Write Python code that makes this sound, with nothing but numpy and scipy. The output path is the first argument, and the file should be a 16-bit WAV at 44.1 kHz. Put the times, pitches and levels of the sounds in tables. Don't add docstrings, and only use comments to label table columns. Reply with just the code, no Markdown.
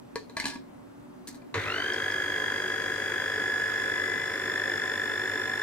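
import sys
import numpy as np
from scipy import signal
from scipy.fft import rfft, irfft
from scipy.io import wavfile
from scipy.ndimage import uniform_filter1d

SR = 44100
rng = np.random.default_rng(int(sys.argv[2]) if len(sys.argv) > 2 else 0)


def ratio_of_db(decibels):
    return 10 ** (np.asarray(decibels, float) / 20)


def store_wav(level_fs):
    pcm = np.round(np.clip(np.atleast_2d(level_fs), -1, 1) * 32767)
    wavfile.write(sys.argv[1], SR, pcm.T.astype(np.int16))


N = 247842
T = np.arange(N) / SR
SWITCH_S, STILL_S, SPIN_UP_S = 1.541, 1.515, .108
MAINS_HZ, SURGE_S = 50.07, .0064

# frequency in Hz, density in dB per Hz.
KITCHEN_TONE = [(12, -68), (20, -19), (70, -20), (122, -27), (191, -41), (213, -37), (232, 3.5),
                (282, -0.5), (333, -15), (372, -10), (416, -9), (746, -15.5), (906, -16), (3640, -37),
                (15500, -45.5)]
# frequency in Hz, width in Hz, level in dB.
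APPLIANCE_HUM = [(123, 34, -59.5), (185.6, 14, -62.5), (243.4, 15, -56.5), (286.8, 7.3, -56.5),
                 (369, 1.1, -59), (586, 2.2, -68)]
# frequency in Hz, left-right likeness (-1 to 1).
FAR_LIKENESS = [(60, 1), (150, -1.77), (380, -1.04), (950, 0.12), (2380, -0.23), (5980, -1.9),
                (15000, 0.19)]
# frequency in Hz, left-right likeness (clipped to 1).
NEAR_LIKENESS = [(60, -2), (150, 0.94), (380, 1), (950, 0.8), (2380, 0.63), (5980, -2.5), (15000, -1)]
# frequency in Hz, left over right in dB.
PORT_TILT = [(60, 0), (150, -0.5), (380, 1), (950, 1.0), (2380, 1.5), (5980, 0), (15000, 0)]
# frequency in Hz, t60 in seconds.
ROOM_T60 = [(250, 0.31), (1000, 0.097), (4000, 0.26), (12000, 0.025)]

# frequency in Hz, level in dB, t60 in seconds.
WALL_MODES = [(958, -2, .1), (1120, -8, .06), (1650, 0, .07), (1760, -4, .07), (2020, -7, .05),
              (2350, -7, .035), (2950, -10, .03)]
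# frequency in Hz, level in dB, t60 in seconds.
RIM_MODES = [(3700, -19, .02), (3990, -1, 0.014), (4210, -2, 0.033), (5400, 8, 0.03), (6140, -15, 0.017),
             (9200, 7, 0.02)]
# frequency in Hz, density in dB per Hz.
SNAP_COLOUR = [(1200, -24), (2200, -6), (3000, -11), (4300, -2), (5600, -7), (6500, -6), (8900, -10),
               (15500, -24)]
# start in seconds, tick level in dB, tick pitch in Hz, thump in dB, wall in dB.
BOWL_KNOCKS = [
    (0.1558, -26, 4220, -30, -35),
    (0.2957, -42.5, 4030, -49, -55),
    (1.2715, -34.5, 4200, -56, -57),
    (1.5409, -37, 3630, -33, -40),
    (1.5534, -37, 2050, -30, -37),
    (1.9334, -30.5, 5250, -56, -60),
    (2.112, -34, 5140, -52.5, -45.5),
]
# start in seconds, tick level in dB, tick pitch in Hz, thump in dB, wall in dB.
LID_KNOCKS = [
    (0.398, -24, 4340, -54, -36.5),
    (0.3985, -23, 2160, -61, -55),
    (0.4406, -28, 2430, -35.5, -41.5),
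    (0.4543, -21, 4110, -32.5, -42),
    (0.5558, -52, 3990, -34, -44.5),
    (1.2839, -43, 4340, -43, -63),
    (1.3442, -47, 3900, -44.5, -58),
    (1.4174, -60, 4300, -49.5, -59),
]
# start in seconds, tick level in dB, tick pitch in Hz, thump in dB, wall in dB.
LATCH_KNOCKS = [
    (0.3671, -23.5, 4150, -38, -32.5),
    (1.779, -46, 4500, -39, -50),
]
# start in seconds, length in seconds, wall level in dB, rim level in dB,
# change over the stroke in dB.
LID_STROKES = [
    (0.365, .085, -32, -36, -8),
    (0.453, 0.11, -27, -26.5, -19.5),
]
# start in seconds, length in seconds, wall level in dB, hiss level
# in dB, change over the stroke in dB.
FINGER_STROKES = [
    (1.272, 0.057, -65, -33, -18),
    (1.344, .03, -56, -45, -12),
]
# frequency in Hz, density in dB per Hz.
FINGER_COLOUR = [(880, -44), (1500, -14), (1650, -4), (3090, -18), (3340, -14), (4270, -8), (8620, -5),
                 (15500, -17)]

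# frequency in Hz, width in Hz, level in dB.
JOLT_MODES = [(1900, 830, -28), (1180, 300, -37), (3630, 1300, -36.5), (447, 79, -67), (6270, 1700, -45)]
# time in seconds, load in dB.
BATTER_LOAD = [(1.65, -0.5), (1.9, -0.5), (2.6, -1), (2.98, -1.5), (3.1, 1), (3.7, -1.5), (3.95, 0.5),
               (4.3, -2), (4.55, 1.5), (5.62, -2)]
# time in seconds, rate in Hz.
CRUISE = [(2.2, 1650), (2.66, 1657.5), (3.15, 1672), (3.5, 1692), (3.92, 1707.5), (4.48, 1724),
          (5.04, 1733), (5.62, 1747)]
# multiple of mains (no unit), level in dB.
FIELD_HUM = [(1, -72), (2, -54.5), (3, -62), (6, -55.5), (9, -51.5), (12, -57.5)]
# frequency in Hz, width in Hz, level in dB.
BOWL_SHAKE = [(372.7, 29.4, -48), (430.3, 29, -49.5), (539.6, 44, -51.5), (589.6, 7.4, -61.5),
              (753.6, 35, -54), (1016.5, 55, -50), (2020, 210, -45)]
# frequency in Hz, density in dB per Hz.
CHURN_COLOUR = [(35, -43), (60, -10), (98, -59), (195, -16), (435, -5.5), (655, -15.5), (1020, -13),
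                (1120, -15), (1480, -3.5), (1720, -2), (2270, -14), (3000, -26.5), (3900, -41),
                (6600, -120)]
# frequency in Hz, density in dB per Hz.
AIR_COLOUR = [(1500, -57), (2300, -5), (3000, -8.5), (4300, -12.5), (5700, -19), (9000, -18), (11500, -28),
              (13500, -23), (15500, -26)]
# surge sharpness (no unit), surge lag in mains cycles, wobble phase term
# in radians, brush fuzz in dB.
OVERTONE_THROB = [(4.2, -.04, -.3, -19), (2, 0, .5, -11), (.5, -.08, 1.9, -2), (.3, -.2, 3, -1),
                  (.3, 0, 3.2, 1), (.3, 0, 3.4, 3), (.3, 0, 3.5, 4), (.3, 0, 4.3, 8)]
OVERTONE_DB = [-35.5, -37, -49, -47.5, -55.5, -61, -67.5, -64]
# frequency in Hz, width in Hz, lift in dB.
HOUSING = [(1697, 30, 18), (2012, 25, 21), (1570, 60, 8), (1400, 250, 6), (1810, 90, 11), (2075, 50, 19),
           (4250, 600, 9), (5100, 300, 4)]


def evened(x):
    return x / np.sqrt(np.mean(x ** 2) + 1e-20)


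def read(points, hz):
    f, value = np.transpose(points)
    return np.interp(np.log(hz + 1), np.log(f + 1), value)


def resonate(x, hz, width, order=1):
    turn = np.exp(2j * np.pi * np.cumsum(hz * np.ones(x.shape[-1])) / SR)
    r = np.exp(-np.pi * width / SR)
    smooth = signal.lfilter([(1 - r) ** order], np.poly([r] * order), x / turn + 1e-18)
    return 2 * (turn * smooth).real


def shaken(modes, order=1):
    shake = rng.standard_normal((N, len(modes))).T
    return sum(ratio_of_db(db) * evened(resonate(x, hz, width, order)) for x, (hz, width, db) in zip(shake, modes))


def hiss(colour, likeness, patchy_db):
    frames, hz = N // 256 + 5, np.fft.rfftfreq(1024, 1 / SR)
    a, b, c, d, patches = rng.standard_normal((frames, 513, 5)).T
    patches = uniform_filter1d(patches, size=10, axis=0)
    patches = evened(uniform_filter1d(patches, size=12, axis=1))
    like = np.clip(read(likeness, hz), -1, 1)[:, None]
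    left = a + 1j * b
    right = like * left + np.sqrt(1 - like ** 2) * (c + 1j * d)
    z = np.array([left, right]) * ratio_of_db(read(colour, hz)[:, None] + patchy_db * patches)
    return evened(signal.istft(z, nperseg=1024, noverlap=768)[1][:, :N])


def kitchen():
    return ratio_of_db(-49.5) * hiss(KITCHEN_TONE, FAR_LIKENESS, patchy_db=1.0) + shaken(APPLIANCE_HUM)


def ring(x, modes, spread_db=0, detune=.012):
    t = np.arange(SR // 4) / SR
    body = np.zeros(len(t))
    for (hz, db, t60), (a, b) in zip(modes, rng.standard_normal((len(modes), 2))):
        body += ratio_of_db(db + spread_db * a - 60 * t / t60) * np.sin(2 * np.pi * hz * (1 + detune * b) * t)
    return signal.oaconvolve(x, body / np.sqrt(np.mean(body[:400] ** 2)))[:N]


def coloured(x, points):
    hz = np.fft.rfftfreq(len(x), 1 / SR)
    return evened(irfft(rfft(x) * ratio_of_db(read(points, hz)), len(x)))


def knock(tick_db, tick_hz, thump_db, wall_db, thump_hz):
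    t = np.arange(SR // 4) / SR
    blow = np.zeros(100)
    blow[[0, 37, 95]] = .5, .8, -.4
    thump = ratio_of_db(thump_db + 5.5 - 60 * t / 0.076) * np.sin(2 * np.pi * thump_hz * t)
    thump *= 1 - np.exp(-t / 0.0015)
    wall = ratio_of_db(wall_db + 2.5) * ring(blow, WALL_MODES, spread_db=2.5)[:len(t)]
    tick_pair = [(tick_hz, 0, .022), (tick_hz * 1.04, -1, .022)]  # Hz, dB, t60 s
    tick = ring(blow[:30], tick_pair, detune=.005)[:len(t)]
    snap_fade = ratio_of_db(-1.5 - 60 * t / 0.019) + ratio_of_db(-13 - 60 * t / 0.25)
    snap = coloured(rng.standard_normal(len(t)), SNAP_COLOUR) * snap_fade
    return thump + wall + ratio_of_db(tick_db - 6) * (tick + ratio_of_db(-5) * snap)


def knocks():
    out = np.zeros(N + SR)
    for rows, thump_hz in (BOWL_KNOCKS, 441), (LID_KNOCKS, 263), (LATCH_KNOCKS, 650):
        for s, *strengths in rows:
            sound = knock(*strengths, thump_hz)
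            out[round((s + .0015) * SR):][:len(sound)] += sound
    return out[:N]


def room(x):
    taps = np.zeros((2, SR // 2))
    starts = np.arange(150, SR // 2 - 20, 20)
    at = starts + rng.integers(0, 20, (2, len(starts)))
    np.put_along_axis(taps, at, rng.choice([-1., 1.], at.shape), 1)
    hz, t, z = signal.stft(taps, SR, nperseg=256)
    fade = ratio_of_db(-60 * t / read(ROOM_T60, hz)[:, None])
    tail = signal.istft(z * fade, SR, nperseg=256)[1]
    return signal.fftconvolve(x[None], tail / np.linalg.norm(tail[0]), axes=1)[:, :N]


def grind():
    grip_s, let_go_db_per_s = 0.0031, 500
    slips = rng.standard_normal((N, 2)).T * (rng.random((N, 2)).T < 1500 / SR)
    wall = evened(ring(slips[0], WALL_MODES))
    rim = evened(.5 * evened(ring(slips[1], RIM_MODES)) + coloured(slips[1], SNAP_COLOUR))
    finger = coloured(slips[1], FINGER_COLOUR)
    out = np.zeros(N)
    for rows, top in (LID_STROKES, rim), (FINGER_STROKES, finger):
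        for s, length, wall_db, top_db, fade_db in rows:
            u = T - s
            press_db = fade_db * np.clip(u / length, 0, 1) - let_go_db_per_s * np.maximum(u - length, 0)
            press = np.clip(u / grip_s, 0, 1) * ratio_of_db(press_db)
            out += press * (ratio_of_db(wall_db - 6.0) * wall + ratio_of_db(top_db - 9.0) * top)
    return out


def surge(sharp, lag=0):
    return evened(np.exp(sharp * np.cos(2 * np.pi * (MAINS_HZ * (T - SURGE_S) - lag))))


def jolt():
    since = np.maximum(T - SWITCH_S, 0)
    first_slap = ratio_of_db(-60 * since / 0.05)
    slaps = ratio_of_db(-8.5 - 60 * since / 2.1) * surge(0.6, -0.31)
    return shaken(JOLT_MODES, order=2) * (first_slap + slaps)


def drift(rate_hz):
    return evened(sum(np.cos(2 * np.pi * (f * rate_hz * T + rng.random())) for f in np.geomspace(.1, 1, 12)))


def load_db():
    return np.interp(T, *np.transpose(BATTER_LOAD))


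def thick():
    return np.exp(-np.maximum(T - SWITCH_S, 0) / 1.4)


def bar_rate():
    spin = 1 - np.exp(-np.maximum(T - STILL_S, 0) / SPIN_UP_S)
    return np.interp(T, *np.transpose(CRUISE)) * spin


def field_hum():
    strain_db = 13 * np.exp(-abs(T - SWITCH_S - .045) / .1)
    hum = np.zeros(N)
    for k, db in FIELD_HUM:
        waver_db = 1.5 * drift(16) + strain_db * min(1, 2 / k)
        hum += ratio_of_db(db + waver_db) * np.sqrt(2) * np.cos(2 * np.pi * k * MAINS_HZ * T)
    rock_hz, rock_s = 9.9, 1.582
    rock = 0.98 * np.exp(-abs(T - rock_s) / 0.15) * np.cos(2 * np.pi * rock_hz * (T - rock_s))
    return hum * (1 + rock)


def motor():
    batter = hiss(CHURN_COLOUR, NEAR_LIKENESS, patchy_db=1) * surge(.3, .1)
    churn = ratio_of_db(-36.5) * batter + shaken(BOWL_SHAKE, order=2)
    shaft_turn = 2 * np.pi * np.cumsum(bar_rate() / 19) / SR
    shaft = ratio_of_db(-62 + 1.4 * drift(6)) * np.sqrt(2) * np.cos(shaft_turn)
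    air = ratio_of_db(-48.5) * hiss(AIR_COLOUR, NEAR_LIKENESS, patchy_db=0.5) * surge(0.013)
    opening = ratio_of_db(-2 * thick())
    return churn * ratio_of_db(0.29 * load_db()) + field_hum() + shaft + air * opening


def whine():
    bars_hz = bar_rate()
    turn = 2 * np.pi * np.cumsum(bars_hz + 0.2 * drift(8)) / SR
    mains = 2 * np.pi * MAINS_HZ * (T - SURGE_S)
    drive_db = {1: 0.5 + load_db(), 2: 8.5 + 0.9 * load_db() - 10 * (1 - thick())}
    out = np.zeros((2, N))
    for k, (sharp, lag, wobble, fuzz_db) in enumerate(OVERTONE_THROB, 1):
        tone = np.sqrt(2) * np.cos(k * turn + wobble * np.sin(mains - 1.8))
        chatter = rng.standard_normal((N, 2)).T
        fuzz = evened(resonate(chatter, k * .995 * bars_hz, 200 + 22 * k ** 2, order=2))
        swing_db = drive_db.get(k, 0) + 0.39 * drift(12)
        if k > 3:
            swing_db -= 10 * k * np.exp(-np.maximum(T - STILL_S, 0) / SPIN_UP_S)
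        echo = .2 * surge(5, lag + .36) * (k == 1)
        out += ratio_of_db(OVERTONE_DB[k - 1] + swing_db) * (tone + ratio_of_db(fuzz_db) * fuzz) * (surge(sharp, lag) + echo)
    lifted = out + sum(ratio_of_db(db) * resonate(out, hz, width) for hz, width, db in HOUSING)
    sideband = np.sqrt(2) * np.cos(turn + 6 * mains)
    sing = resonate(sideband, 2012, 9, order=2)
    return ratio_of_db(-11.5) * lifted + ratio_of_db(-37) * sing


def scene():
    running = np.clip((T - SWITCH_S) / 0.002, 0, 1)
    gripping = np.clip((T - 1.62) / .08, 0, 1)
    hands = knocks() + grind() + running * jolt()
    tone = gripping * whine()
    echo = ratio_of_db(-9) * room(hands) + ratio_of_db(-16) * room(tone.mean(0))
    machine = hands + tone + running * motor()
    return machine + echo + kitchen()


def top_cut(x):
    return signal.sosfilt(signal.butter(12, 15660, fs=SR, output="sos"), x)


def record(dry):
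    left_lag_s, most_radians = -4.2 / SR, .9
    hz = np.fft.rfftfreq(N, 1 / SR)
    turn = most_radians * np.tanh(np.pi * hz * left_lag_s / most_radians)
    half = ratio_of_db(read(PORT_TILT, hz) / 2) * np.exp(-1j * turn)
    ports = irfft(rfft(dry, axis=1) * np.array([half, 1 / half]) * (hz < 15780), N, axis=1)
    return top_cut(ports)


dry = scene()
out = record(dry)
store_wav(out)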